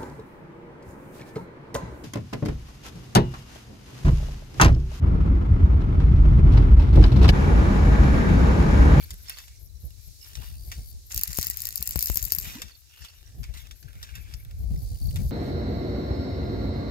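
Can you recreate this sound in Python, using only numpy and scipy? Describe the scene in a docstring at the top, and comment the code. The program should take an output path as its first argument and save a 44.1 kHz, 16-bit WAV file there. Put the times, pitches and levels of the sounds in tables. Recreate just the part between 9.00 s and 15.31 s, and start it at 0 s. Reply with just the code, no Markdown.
"""A reedy bank in gusty wind, heard through the two microphone ports of a phone.
Close on the left an angler casts: line whips off the spool in quick cracks over a crackling hiss.
Hands, cloth and stems rustle before and after as noise that rings the tackle; bubbles plop at the lure.
A katydid and a trilling cricket beat out rasps and tooth clicks; crickets on the right slide short notes.
Wind is uneven rumble and flutter with swinging buffets and pressure jolts; far leaves hiss behind."""
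import sys
import numpy as np
from scipy import signal
from scipy.fft import rfft, irfft
from scipy.io import wavfile
from scipy.ndimage import uniform_filter1d, map_coordinates

SR = 44100
rng = np.random.default_rng(int(sys.argv[2]) if len(sys.argv) > 2 else 0)


def store_wav(level_fs):
    """Save 16-bit WAV to argv[1]."""
    pcm = np.round(np.clip(np.atleast_2d(level_fs), -1, 1) * 32767)
    wavfile.write(sys.argv[1], SR, pcm.T.astype(np.int16))


N = 278271
PORT_LAG = 19  # samples by which the right port hears the left bank later


def amp(db):
    """Decibels to a plain factor."""
    return 10 ** (np.asarray(db, float) / 20)


def pan(db):
    """Factors for the two ports, from left minus right in dB."""
    return amp([[db / 2], [-db / 2]])


def add(out, s, sound):
    """Lays a short sound into the mix at s seconds."""
    i = max(int(s * SR), 0)
    out[:, i:i + sound.shape[1]] += sound[:, :N - i]


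def unit_rms(x):
    """Scales both ports together to rms 1."""
    return x / np.sqrt(np.mean(x ** 2))


def butter(x, hz, kind="low"):
    """Gentle second-order filter."""
    return signal.sosfilt(signal.butter(2, hz, kind, fs=SR, output="sos"), x)


def steep_cut(x, hz, depth_db):
    """Steep low-pass that takes the treble above hz down by depth_db or more."""
    return signal.sosfilt(signal.ellip(8, .2, depth_db, hz, fs=SR, output="sos"), x)


def colour(x, points, size=8192):
    """Causal filter through (Hz, dB) points, made from the cepstrum of the log gain; each port has rms 1."""
    hz, db = np.transpose(points)
    bins_hz = np.arange(size // 2 + 1) * SR / size
    log_gain = np.interp(np.log(bins_hz + 1), np.log(hz), db) * np.log(10) / 20
    cepstrum = irfft(log_gain)
    # folding the cepstrum forward gives minimum phase
    cepstrum[1:size // 2] *= 2
    cepstrum[size // 2 + 1:] = 0
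    impulse = irfft(np.exp(rfft(cepstrum)))
    y = signal.oaconvolve(x, impulse[None], axes=1)[:, :x.shape[1]]
    return y / np.sqrt(np.mean(y ** 2, axis=1, keepdims=True))


def curve(rows, off=None):
    """Columns of a table at every sample; off is the value outside its times."""
    s, *columns = np.transpose(rows)
    return [np.interp(np.arange(N) / SR, s, c, off, off) for c in columns]


def walk(rate, channels=1):
    """Random levels held 1 / rate seconds and slewed twice."""
    k = int(SR / rate)
    held = np.repeat(rng.standard_normal((channels, N // k + 1)), k, axis=1)[:, :N]
    return 0.98 * uniform_filter1d(uniform_filter1d(held, k), k)


def ports(likeness, grain_db=0.):
    """Noise of random grain sizes at both ports: partly the same, later on the right."""
    grains = amp(grain_db * np.minimum(rng.exponential(size=N), 5.0))
    left, other = rng.standard_normal((2, N)) * grains
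    right = likeness * left + np.sqrt(1 - likeness ** 2) * other
    return np.array([left, np.roll(right, PORT_LAG)])


def resonate(x, hz, width):
    """One resonance peak."""
    return signal.lfilter(*signal.iirpeak(hz, hz / width, fs=SR), x)


def ring(x, modes, patchy_db=0., rate=25.):
    """Noise through (Hz, width Hz, dB) resonances, each coming and going on its own; result has rms 1."""
    y = 0
    for hz, width, db in modes:
        level_db = db + (patchy_db * walk(rate) if patchy_db else 0)
        y = y + amp(level_db) * resonate(x, hz, width)
    return unit_rms(y)


def waver(x, share, rate):
    """Plays a sound a little faster and slower by turns, so that its resonances drift."""
    place = np.cumsum(1 + np.clip(share * walk(rate)[0], -.3, .3))
    return np.array([map_coordinates(v, [place], mode="mirror") for v in x])


def even(x, seconds):
    """Levels out the slow swells of a noise and keeps the quick ones."""
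    k = int(seconds * SR)
    return x / np.sqrt(uniform_filter1d(uniform_filter1d(x ** 2, k), k) + 1e-9)


def crackle(rate, t60, spread_db, bed_db):
    """Gate of chance catches that start at once and die away over a steady bed; rms 1."""
    hit = rng.random(N) < rate / SR
    size = amp(spread_db * np.minimum(rng.exponential(size=N), 4.0))
    catches = signal.lfilter([1], [1, -amp(-60 / (t60 * SR))], hit * size)
    return unit_rms(amp(bed_db) + catches)


def swell(s, db, rise, fall):
    """A peak that grows 20 dB in rise s and fades 20 dB in fall s."""
    t = np.arange(N) / SR
    return amp(db - 20 * np.maximum((s - t) / rise, (t - s) / fall))


def burst(noise, s, t60, tail_db, rise=0.00079):
    """A stretch of noise under a quick rise, a fast fall and a faint tail, peak 1 at each port."""
    t = np.arange(4000) / SR
    i = int(s * SR / 2)  # each moment takes its own stretch
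    fall = amp(-60 * t / t60) + amp(tail_db - 60 * t / (20.0 * t60))
    shape = (1 - np.exp(-t / rise)) * fall
    y = noise[:, i:i + len(t)] * np.array([shape, np.roll(shape, PORT_LAG)])
    return y / np.abs(y).max(axis=1, keepdims=True)


def slides(rows, pan_db):
    """Short near-pure notes that slide in pitch."""
    out = np.zeros((2, N))
    for s, hz0, hz1, length, db in rows:
        n = int(length * SR)
        turns = np.cumsum(np.linspace(hz0, hz1, n)) / SR
        add(out, s, amp(db) * np.hanning(n) * np.sin(2 * np.pi * turns) * pan(pan_db))
    return out


# Hiss of far leaves and reeds. Each row: frequency in Hz, gain in dB.
LEAF_TONE = [(88, -34), (150, -17), (354, -12.5), (689, -26.5), (1260, -22.5), (2310, -20.5), (3220, -19),
             (3900, -10.5), (5680, -9), (7600, -12), (9100, -15), (12400, -10.5), (14000, -17),
             (15400, -16), (16000, -13.5)]
# How loud the leaves are. 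Each row: time in seconds, level in dB.
LEAF_LEVEL = [(0, -51.5), (.45, -58), (.7, -59), (1.3, -55.5), (2.0, -56), (3.8, -60.5), (4.5, -61.5),
              (5.3, -60.5), (6.31, -53)]


def far_leaves():
    """Distant hiss whose low, middle and high parts waver on their own."""
    hiss = colour(ports(0.11), LEAF_TONE)
    low, high = butter(hiss, 3500), butter(hiss, 9000, "high")
    out = np.zeros((2, N))
    for part in (low, hiss - low - high, high):
        out += amp(2.0 * walk(8.1) + 0.61 * walk(10.0, channels=2)) * part
    return amp(curve(LEAF_LEVEL)[0]) * out


# Low hollow hiss. Each row: time in seconds, relative level in dB.
HOLLOW_LEVEL = [(4.75, -76), (5.106, -58), (5.75, -88)]
# Its resonances. Each row: frequency in Hz, width in Hz, relative level in dB.
HOLLOW_MODES = [(1610, 210, 3), (2400, 820, -3.5)]


def hollow_hiss():
    """Noise through two drifting resonances swells and sinks, crackling a little."""
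    hollow = waver(ring(ports(0.94), HOLLOW_MODES, patchy_db=3.0), .06, 10.)
    return amp(curve(HOLLOW_LEVEL, -120.)[0] + 5.0) * crackle(400., 0.022, 2.1, -6.0) * hollow


# Crickets on the right. Each row: a note as start in Hz, end in Hz, length in seconds, seconds between
# notes; then its phrases, each with first note in seconds, end in seconds, level in dB.
CHIRPS = [((4750, 4150, 0.0214, .034), [(0, .05, -54.5), (.265, .38, -52), (3.675, 3.76, -58),
          (4.078, 4.09, -57), (6.013, 6.1, -54)]), ((4180, 3850, 0.022, .061), [(.688, .96, -68.5)]),
          ((6140, 5340, 0.0074, 0.014), [(.558, .576, -56), (.657, .675, -60), (.753, .771, -62.5),
          (3.893, 3.91, -60), (4.168, 4.186, -63), (4.26, 4.278, -60)]), ((5470, 5060, 0.011, 0.015),
          [(.28, .31, -45), (1.209, 1.25, -50), (1.259, 1.285, -58), (5.757, 5.8, -61)])]


def crickets(rasp_db=3.0, scatter_db=1.5):
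    """Every cricket repeats its own sliding, slightly raspy note through each phrase."""
    notes = []
    for (hz0, hz1, length, every), phrases in CHIRPS:
        for first, end, db in phrases:
            for s in np.arange(first, end, every):
                notes.append((s, hz0, hz1, length, db + scatter_db * rng.standard_normal()))
    return amp(rasp_db * walk(900)) * slides(notes, pan_db=-20.5)


# Two trills. Each row of a trill: time in seconds, relative level in dB, wing strokes per second.
TRILLS = [
    [(1.15, -67, 70), (1.4, -56.5, 71), (1.718, -54.5, 77), (1.935, -55.5, 72)],
    [(5.6, -67, 70.0), (5.75, -61, 70.0), (5.8, -57, 70.0), (6.01, -53, 72), (6.31, -56, 64)],
]
# The ringing wing. Each row: frequency in Hz, width in Hz, relative level in dB, left minus right in dB.
WING_MODES = [(4440, 580, -2.5, 1), (9900, 2000, -8, 8), (14700, 1300, -7.5, 14)]


def trilling_cricket(teeth=(0, .00064, .00128, .00213), scatter_db=1.5, rasp_db=15):
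    """Every stroke drags a few teeth (delays in s) over the wing, which rings at a pitch and its overtones."""
    clicks = np.zeros(N)
    for rows in TRILLS:
        rate = curve(rows)[1] * (1 + 0.02 * walk(60)[0])
        strokes = np.diff(np.cumsum(rate / SR) // 1, prepend=0)
        level_db = curve(rows, -120.)[0] + 35.5
        for lag in teeth:
            clicks += np.roll(strokes, int(lag * SR)) * amp(level_db + scatter_db * rng.standard_normal(N))
    # the wing also rasps for a moment at every stroke
    clicks += amp(rasp_db) * uniform_filter1d(clicks, 220) * rng.standard_normal(N)
    wing = np.zeros((2, N))
    for hz, width, db, pan_db in WING_MODES:
        tone = resonate(resonate(clicks, hz, 2 * width), hz, width)
        wing += amp(db - 3.0) * pan(pan_db) * tone
    return np.array([wing[0], np.roll(wing[1], PORT_LAG)])


# Bouts of evenly spaced katydid phrases. Each row: first phrase in seconds, end in seconds,
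# seconds between phrases, level in dB at first, level in dB at the end.
KATYDID_BOUTS = [(.04, 2.2, .2075, -47, -47), (3.807, 5.7, .2035, -53, -51), (5.844, 6.4, .2235, -48, -47)]
# Rasp of the wing. Each row: frequency in Hz, gain in dB.
KATYDID_TONE = [(8500, -40), (10300, 1), (11500, 2), (12600, 11.5), (13600, 0), (15200, -1), (16000, -48)]


def katydid(gap=0.0157, stroke=0.0054, growth_db=1.5, scatter_db=3.0, pan_db=9.5, count=5):
    """Each wing stroke on the left is a short rasp; five strokes, tending to grow, make a phrase."""
    gate, t = np.zeros(N), np.arange(N) / SR
    for first, end, every, db0, db1 in KATYDID_BOUTS:
        for s in np.arange(first, end, every):
            near = slice(max(int((s - .12) * SR), 0), int((s + .03) * SR))
            phrase_db = np.interp(s, [first, end], [db0, db1])
            for k in range(count):  # counted back from the last stroke; they tend to grow toward it
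                db = phrase_db - growth_db * k + scatter_db * rng.standard_normal()
                gate[near] += amp(db) * np.exp(-.5 * ((t[near] - s + gap * k) / stroke) ** 2)
    return gate * amp([[0], [-pan_db]]) * colour(ports(0.17), KATYDID_TONE)


# Single buffets that stand out. Each row: time in seconds, relative level in dB,
# left minus right in dB, flutter against rumble in dB.
BUFFETS = [(0.124, -31.5, -1, -16), (0.428, -54, 17.5, -31), (0.51, -40.5, -28, -25),
           (0.632, -36.5, 17, -9.5), (0.747, -37.5, 21, -28), (0.854, -26.5, -14, -10.5),
           (1.076, -33, 14, -17), (1.308, -46, 15, -35), (1.39, -29.5, 32, -3), (1.519, -37, 0, -20),
           (1.612, -31.5, 28, -17), (1.683, -32, -3, -11), (1.792, -28, 4, -10.5), (1.955, -35.5, 0.5, -19),
           (2.166, -27, 17, -9), (2.301, -28.5, 31, -11), (2.399, -31.5, 23, -6), (2.544, -36, 29, -26),
           (2.807, -34.5, 3.5, -11), (2.887, -34, -7, -9.5), (2.972, -27.5, 37, -1.5),
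           (3.113, -23, 31, -12), (3.233, -23.5, 23, -10), (3.424, -34.5, 26, -8.5),
           (3.477, -31.5, 20, -19), (3.651, -38, 20, -25), (4.023, -36, 27, -12.5), (4.355, -35, -9, -16),
           (4.405, -25, 33, -10.5), (4.496, -25.5, 22, -13), (4.721, -38.5, 19, -27), (4.86, -36.5, 43, 3),
           (4.962, -37.5, -25, -12), (5.016, -37, -19, -25), (5.126, -32.5, 24.5, -20),
           (5.201, -31.5, 22, -18), (5.348, -27, 17, -10), (5.571, -37.5, 10, -35), (5.61, -26, 7, -19),
           (5.645, -23.5, 23, -8), (5.723, -28.5, -1, 0), (5.745, -23, 3, -8), (5.785, -26, 7, -1.5),
           (5.837, -26.5, -26, -15), (5.885, -31, 2, -9), (5.921, -28, 3, -6), (5.953, -24, -19, -25),
           (6.018, -26, 3.5, -12), (6.066, -17, 14, -8.5), (6.15, -25, 11, 1.5), (6.191, -20, 13, -1.5),
           (6.265, -20, -1, -10)]
BUFFET_RISE_S, BUFFET_FALL_S = 0.013, 0.019
# centre pitch of a buffet's swing and of its sharp front; both scatter and sink by the sag share
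BUFFET_HZ, FLAP_HZ, BUFFET_SAG = 61.8, 125.8, 0.28


def buffets():
    """Each buffet swings a few times, sinking; also returns the flutter it stirs up at the ports."""
    t, thumps, stirred = np.arange(N) / SR, np.zeros((2, N)), np.zeros((2, N))
    for s, db, pan_db, flap_db in BUFFETS:
        pitch, phase = rng.random(), rng.random((2, 1))  # each port swings on its own
        near = slice(max(int((s - .2) * SR), 0), int((s + .3) * SR))
        since = t[near] - s
        shape = np.exp(-.5 * (since / np.where(since < 0, BUFFET_RISE_S, BUFFET_FALL_S)) ** 2)
        push = amp(db) * shape * amp(np.minimum([[pan_db], [-pan_db]], 0))
        swing = (0.85 + 0.3 * pitch) * since * (1 - BUFFET_SAG * np.tanh(since / 0.039))
        body = np.sin(2 * np.pi * (BUFFET_HZ * swing + phase))
        front = amp(flap_db) * shape * np.sin(2 * np.pi * (FLAP_HZ * swing + phase))
        thumps[:, near] += amp(1.5) * push * (body + front)
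        stirred[:, near] += amp(flap_db - 6.5) * push
    return thumps, stirred


# Wind on the ports between buffets. Each row: time in seconds, rumble left in dB, rumble right in dB,
# flutter against rumble in dB.
GUSTS = [(0, -38.5, -40, -13), (.35, -49.5, -54.5, -32), (.7, -44, -51.5, -30), (1.15, -43, -59, -27.5),
         (1.6, -36.5, -39, -22), (2.05, -47.5, -47, -30), (2.5, -46, -64.5, -14), (2.8, -46.5, -46.5, -19),
         (3.3, -44, -48, -7), (3.6, -47.5, -56, 0), (3.9, -56.5, -76, -42), (4.4, -37, -41, -18.5),
         (4.8, -45, -63, -23), (5.05, -42.5, -54, -19.5), (5.5, -41, -35, -23), (5.7, -27.5, -32.5, -22),
         (5.9, -37.5, -30.5, -26), (5.965, -37, -26.5, -23), (5.99, -55, -54, -30), (6.02, -28, -33, -20),
         (6.1, -27, -30, -16.5), (6.31, -27.5, -27.5, -15)]
# Tone of the rumble, of the flutter and of air past the port edges. Each row: frequency in Hz, gain in dB.
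RUMBLE_TONE = [(12, -40.5), (25, -22), (40, -6), (55, -1), (80, -5.5), (110, -11), (160, -29), (260, -43),
               (500, -85.5)]
FLUTTER_TONE = [(70, -23.5), (120, -5.5), (170, -6.5), (250, -18), (400, -43.5), (800, -54)]
EDGE_TONE = [(120, -26.5), (250, -0.5), (450, -5), (750, -10.5), (1000, -28), (1500, -37)]
PORT_LOW_HZ = 33.7  # the ports lose the deepest pressure swings


def wind(buffet_db=6.0, flutter_db=6.5, waver_db=3.0):
    """Eddies push each port on its own; the sharper ones flutter higher, and buffets thump on top."""
    left_db, right_db, over_db = curve(GUSTS)
    thumps, stirred = buffets()
    push = amp([left_db, right_db] + waver_db * walk(12, channels=2))
    flap = push * amp(over_db) + stirred
    eddies, sharp = walk(35, channels=2), walk(60, channels=2)
    rumble = colour(rng.standard_normal((2, N)) * amp(buffet_db * eddies), RUMBLE_TONE)
    flutter_level = amp(flutter_db * (1.28 * eddies + 2.63 * sharp))
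    flutter = colour(rng.standard_normal((2, N)) * flutter_level, FLUTTER_TONE)
    edge = colour(rng.standard_normal((2, N)) * amp(3.9 * sharp), EDGE_TONE)
    # air past the port edges grows more slowly with the gust
    edge *= np.sqrt(flap) * amp(-35.5)
    gusts = push * even(rumble, 0.043) + flap * even(flutter, 0.087) + edge + thumps
    return butter(gusts, PORT_LOW_HZ, "high")


# Pressure steps on the left port. Each row: time in seconds, level in dB.
JOLTS = [(2.3875, -11.5), (2.4692, -30.5), (2.4998, -30), (2.9592, -14.5), (3.1, -13.5), (3.1571, -28.5),
         (3.1722, -25), (3.3205, -26), (3.3857, -28)]


def jolts(ring_hz=65.0, t60=0.068, lead=0.96, spike_s=.0008):
    """A sudden step of pressure drops back at once and swings under zero."""
    out, t = np.zeros((2, N)), np.arange(6000) / SR
    spike = 0.47 * np.exp(-t / spike_s)
    swing = np.exp(-t * np.log(1000) / t60) * np.cos(2 * np.pi * ring_hz * t + lead)
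    for s, db in JOLTS:
        add(out, s, amp(db) * (spike + swing) * [[1], [0]])
    return out


# Bubbles. Each row: start in seconds, first pitch in Hz, last pitch in Hz, length in seconds, level in dB.
PLOPS = [(3.545, 180, 310, 0.032, -37.5), (3.572, 243, 344, 0.028, -43), (3.56, 850, 1100, 0.02, -49.5),
         (3.59, 417, 550, 0.026, -50.5)]


def plops():
    """Bubbles as the lure meets the water: short unsteady notes that slide upward."""
    return amp(3.5 * walk(200)) * slides(PLOPS, pan_db=-1.5)


# What rod and reel ring with when rubbed or knocked. Each row: frequency in Hz, width in Hz,
# relative level in dB.
TACKLE = [(1664, 230, -13), (1960, 106, -8.5), (2350, 160, -9), (2780, 104, -1.5), (3610, 230, -1.5),
          (4890, 320, -12), (5540, 910, -5), (6860, 180, -9.5), (7510, 200, -10)]
# Hands, cloth and stems rubbing. Each row: peak in seconds, relative level in dB, seconds to fade 20 dB,
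# ring in Hz. A negative fade turns the rub round: a slow swell and a quick end.
RUBS = [(.02, -48, 0.09, 2310), (.12, -55, 0.19, 1530), (.27, -53, .1, 3700), (0.296, -45.5, 0.17, 2090),
        (.375, -51, 0.11, 2700), (.47, -63, 0.3, 2260), (1.0, -62, 0.17, 2380), (1.269, -51, 0.21, 2900),
        (1.335, -64, -0.06, 3600), (1.36, -52.5, 0.14, 2600), (1.375, -56, 0.08, 750),
        (1.428, -49, 0.14, 950), (1.46, -49.5, 0.1, 2700), (1.725, -50, 0.13, 2200),
        (3.458, -39, -0.02, 2900), (3.478, -38, 0.163, 2480), (3.56, -48, 0.21, 1920),
        (3.63, -62, 0.35, 2880), (3.94, -53.5, 0.25, 2790), (4.02, -53, 0.04, 1900),
        (4.05, -52.5, 0.26, 2810), (4.27, -62, 0.46, 1760), (4.44, -47, 0.05, 2250),
        (4.549, -47, 0.1, 2000), (4.655, -55.5, 0.1, 2600), (5.05, -53.5, 0.56, 2280),
        (5.33, -52, -0.1, 2400), (6.168, -41, 0.04, 2160)]
# Tone of the rubbing. Each row: frequency in Hz, gain in dB.
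RUSTLE_TONE = [(290, -32.5), (500, -11), (761, -4), (1840, 0), (2010, -4.5), (3110, 1), (5240, -2.5),
               (9490, -12.5), (11500, -4), (15300, -5), (16000, -28)]
RUB_RISE_SHARE = 0.33  # a rub swells in this share of its fading time
RUB_WIDTH_HZ, RUB_RING_DB = 200, -6.5


def rubs():
    """Dense small scrapes that ring the tackle; every rub also has a ring of its own."""
    scrapes = ports(0.3, grain_db=2.0)
    rings = waver(ring(scrapes, TACKLE, patchy_db=6.0), .05, 8.)
    grit = crackle(500.0, 0.013, 3.2, -29.0) * colour(scrapes, RUSTLE_TONE)
    rustle = amp(-5.0) * grit + amp(-7.0) * rings
    rough = ports(0.73) * amp(6.8 * walk(60))
    out = np.zeros((2, N))
    for s, db, fade, hz in RUBS:
        own_ring = amp(RUB_RING_DB) * ring(rough, [(hz, RUB_WIDTH_HZ, 0)])
        out += swell(s, db, RUB_RISE_SHARE * fade, fade) * (rustle + own_ring)
    return out


# Snaps of stems and tackle. 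Each row: time in seconds, relative level in dB,
# bright edge against body in dB, ring in seconds.
SNAPS = [(0.1057, -35, 7.5, 0.027), (0.1115, -38.5, 0, 0.027), (0.134, -48, 13, 0.021),
         (0.141, -50, 18.5, 0.028), (0.284, -40, -10, 0.041), (0.2958, -32, 13.5, 0.021),
         (0.301, -35, -18, 0.028), (0.385, -35.5, -2, 0.047), (0.48, -45.5, -12, 0.052),
         (0.905, -52.5, 12, 0.032), (1.246, -48, -20, 0.05), (1.332, -46, -14, 0.04),
         (1.353, -33, -24, 0.028), (1.7162, -32.5, -2, 0.082), (3.618, -28, -11, 0.049),
         (4.0471, -41, -9, 0.064), (4.4311, -43, -16, 0.085), (4.439, -39.5, -18, 0.032),
         (4.539, -44.5, -6, 0.035), (4.5716, -41.5, -13, 0.19), (4.6696, -47, -21, 0.025),
         (4.71, -38.5, -22, 0.054), (4.827, -46.5, 3, 0.056), (4.886, -56, 8, 0.02),
         (4.931, -52.5, 8, 0.017), (4.953, -54, 6, 0.02), (5.028, -33.5, -5, 0.066),
         (5.1529, -37, 2.5, 0.1), (5.3378, -37, -15, 0.045), (5.449, -49.5, 10, 0.018),
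         (5.51, -47.5, -10, 0.033), (5.76, -49.5, 0, 0.046), (5.954, -53.5, 5, .02),
         (6.108, -45.5, 5, 0.043), (6.159, -36, 5.5, 0.043)]
# Tone of the bright edge. Each row: frequency in Hz, gain in dB.
SNAP_EDGE = [(7000, -35), (9000, -6), (11500, 7), (13500, -2), (15500, -5), (16200, -43)]


def snaps():
    """A blow is a short tick, a longer ring of the tackle and a brief bright edge."""
    out, blows = np.zeros((2, N)), ports(0.71)
    body = waver(ring(blows, TACKLE, patchy_db=6.0), .07, 30.) + amp(-6.0) * colour(blows, RUSTLE_TONE)
    bright = colour(blows, SNAP_EDGE)
    for s, db, edge_db, t60 in SNAPS:
        tick = burst(body, s, .005, -40)
        tail = 1.64 * burst(body, s, t60, -25.0)
        edge = amp(edge_db) * burst(bright, s, max(0.13 * t60, .002), -36)
        add(out, s, amp(db) * (tick + tail + edge))
    return out


# The ringing spool lip. Each row: frequency in Hz, width in Hz, relative level in dB.
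LIP = [(13040, 230, 0)]
# The lip rings more as the line runs low. Each row: time in seconds, ring against crack in dB.
LIP_RING = [(2.1, -26), (3.12, -10.5), (3.17, -4), (3.4, -1)]
# Line running through the guides. Each row: time in seconds, level in dB.
RUN = [(2.1, -50), (2.108, -38), (2.15, -40), (2.25, -44), (2.296, -40.5), (2.4, -37), (2.46, -37),
       (2.51, -44), (2.56, -45.5), (2.69, -43), (2.75, -46.5), (2.79, -45), (2.85, -44), (2.93, -42.5),
       (3.036, -40), (3.13, -40.5), (3.2, -42.5), (3.3, -43), (3.36, -42), (3.45, -40), (3.7, -75)]
# Hiss of the line. Each row: frequency in Hz, gain in dB.
RUN_HISS = [(290, -74), (500, -32), (1150, -17), (2610, -12.5), (3300, -18.5), (3800, -11), (4400, -12),
            (5670, -6.5), (7270, -5), (8300, -17), (12500, -6.5), (14500, -13), (15600, -14), (16500, -18)]
# The rod guides sing as line rubs them. Each row: frequency in Hz, width in Hz, relative level in dB.
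GUIDES = [(7530, 180, 9.5), (4530, 330, -17), (2700, 150, -3), (1940, 120, -4.5)]


def running_line():
    """Line hisses and crackles through the guides, which sing, and the spool lip rings along."""
    line = ports(0.46, grain_db=2.0)
    whole = colour(line, RUN_HISS)
    low = butter(whole, 3300)
    hiss = crackle(450., 0.016, 2.5, -21.0) * (whole - low)
    hiss += crackle(150., 0.031, 4.2, -20.0) * low
    hiss += amp(-6.5) * ring(ports(0.28), GUIDES, patchy_db=8.0, rate=40.)
    # the lip's growth in dB is halved here
    hiss += amp(curve(LIP_RING)[0] / 2) * ring(line, LIP, patchy_db=6.5)
    return amp(curve(RUN, -120.)[0]) * pan(0.74) * hiss


# Line slapping the spool lip. Each row: time in seconds, relative level in dB,
# left minus right in dB, dull part against bright in dB.
TICKS = [(2.1451, -13, 1, -7), (2.1624, -15, 3, -8), (2.177, -7, 6, -8), (2.193, -18, -6, -2),
         (2.2122, -13, 5, -8.5), (2.2347, -4, 2, -8), (2.2748, -20, 7, -11), (2.278, -18, 8, -8),
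         (2.3308, -22, 14, -5), (2.3443, -27, 13, -7), (2.359, -26, 7, -3), (2.373, -12.5, 14, -16),
         (2.387, -9, 11, -9), (2.397, -22, 5, -4), (2.4125, -16, 9, -3), (2.4285, -13, 18, -5),
         (2.446, -18, 8, -8), (2.4692, -10.5, 14, -10), (2.5003, -9.5, 7, -16), (2.5088, -22, 15, -4.5),
         (2.5115, -22, 15, -8), (2.5717, -15, 10, -10.5), (2.5895, -30, 1, -5), (2.6039, -20.5, 8, -5),
         (2.6195, -15.5, 8, -12), (2.6365, -25, 10, -11), (2.6542, -11, 8, -7), (2.6699, -14.5, 5, -9),
         (2.6888, -16, 9, -10), (2.7065, -25.5, -1, 0), (2.7255, -24, 7, -11), (2.7575, -11.5, 12, -13),
         (2.7741, -21, 3, -1), (2.778, -15.5, 4, -7), (2.809, -24, 8.5, -6), (2.8263, -10, 8, -9),
         (2.8574, -21.5, 10, -14), (2.875, -9, 12, -6.5), (2.8917, -16, 12, -15), (2.9089, -13.5, 8, -9.5),
         (2.922, -24, 10, -6), (2.9586, -10.5, 11, -13), (2.975, -17, 12, -17), (2.9913, -9.5, 6, -7.5),
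         (3.0077, -15, 10, -8), (3.0265, -7.5, 10, -10.5), (3.037, -24, 7, -5), (3.0414, -17, 18, -13),
         (3.0587, -12.5, 10, -7), (3.0712, -15, 13, -5.5), (3.0853, -21, 11, -5), (3.099, -13.5, 8, -8.5),
         (3.117, -19, 12, -13), (3.145, -19, 13, -11), (3.157, -12.5, 10, -11.5), (3.1718, -8, 14, -7.5),
         (3.1857, -30, 10, -5), (3.2094, -34, 15, -15), (3.2269, -16.5, 15, -5.5), (3.2403, -21, 9, -7),
         (3.2516, -15.5, 16, -8), (3.2813, -27, 15, -14), (3.3211, -8, 14, -4.5), (3.3268, -22, 7, -2),
         (3.3343, -18, 11, -10), (3.349, -13.5, 14, -15), (3.362, -22, 12, -14), (3.3851, -16, 13, -6),
         (3.399, -20.5, 8, -13)]
# Tone of the bright and of the dull part. Each row: frequency in Hz, gain in dB.
TICK_BRIGHT = [(7000, -37), (9000, -12.5), (12000, 0.5), (15000, 3.5), (15600, -8), (16400, -24),
               (17000, -33)]
TICK_DULL = [(700, -23), (2000, -15), (3300, -20), (4600, 2.5), (5800, 1.5), (7300, 0), (8500, -2),
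             (10500, -14.5)]


def spool_cracks():
    """Each coil slaps the lip with a bright crack, a dull knock and a ring of the lip."""
    out = np.zeros((2, N))
    bright, dull = colour(ports(0.096), TICK_BRIGHT), colour(ports(0.54), TICK_DULL)
    lip = ring(ports(0.2), LIP)
    for s, db, pan_db, dull_db in TICKS:
        lip_db = np.interp(s, *np.transpose(LIP_RING))
        crack = burst(bright, s, .003, -26, rise=.00015)
        crack += amp(lip_db) * burst(lip, s, .012, -34)
        knock = amp(dull_db) * burst(dull, s, .004, -25, rise=.0002)
        # the phone shades the far port more in the treble
        shaded = crack * amp([[0], [-pan_db]]) + knock * amp([[0], [-.4 * pan_db]])
        add(out, s, amp(db) * 2 / (1 + amp(-pan_db)) * shaded)
    return out


def scene():
    """Wind and one cast by the reeds; only wind, jolts and the close cracks escape the treble cut."""
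    soft = far_leaves() + hollow_hiss() + crickets() + trilling_cricket() + katydid()
    soft += plops() + rubs() + snaps() + running_line()
    return steep_cut(soft, 15600, depth_db=60) + wind() + jolts() + spool_cracks()


def record(dry):
    """The recorder rounds the very highest peaks toward 0.8 and cuts the top above 17 kHz."""
    rounded = .8 * dry / (.8 ** 4 + dry ** 4) ** .25
    return steep_cut(rounded, 17000, depth_db=70)


dry = scene()
out = record(dry)
store_wav(out)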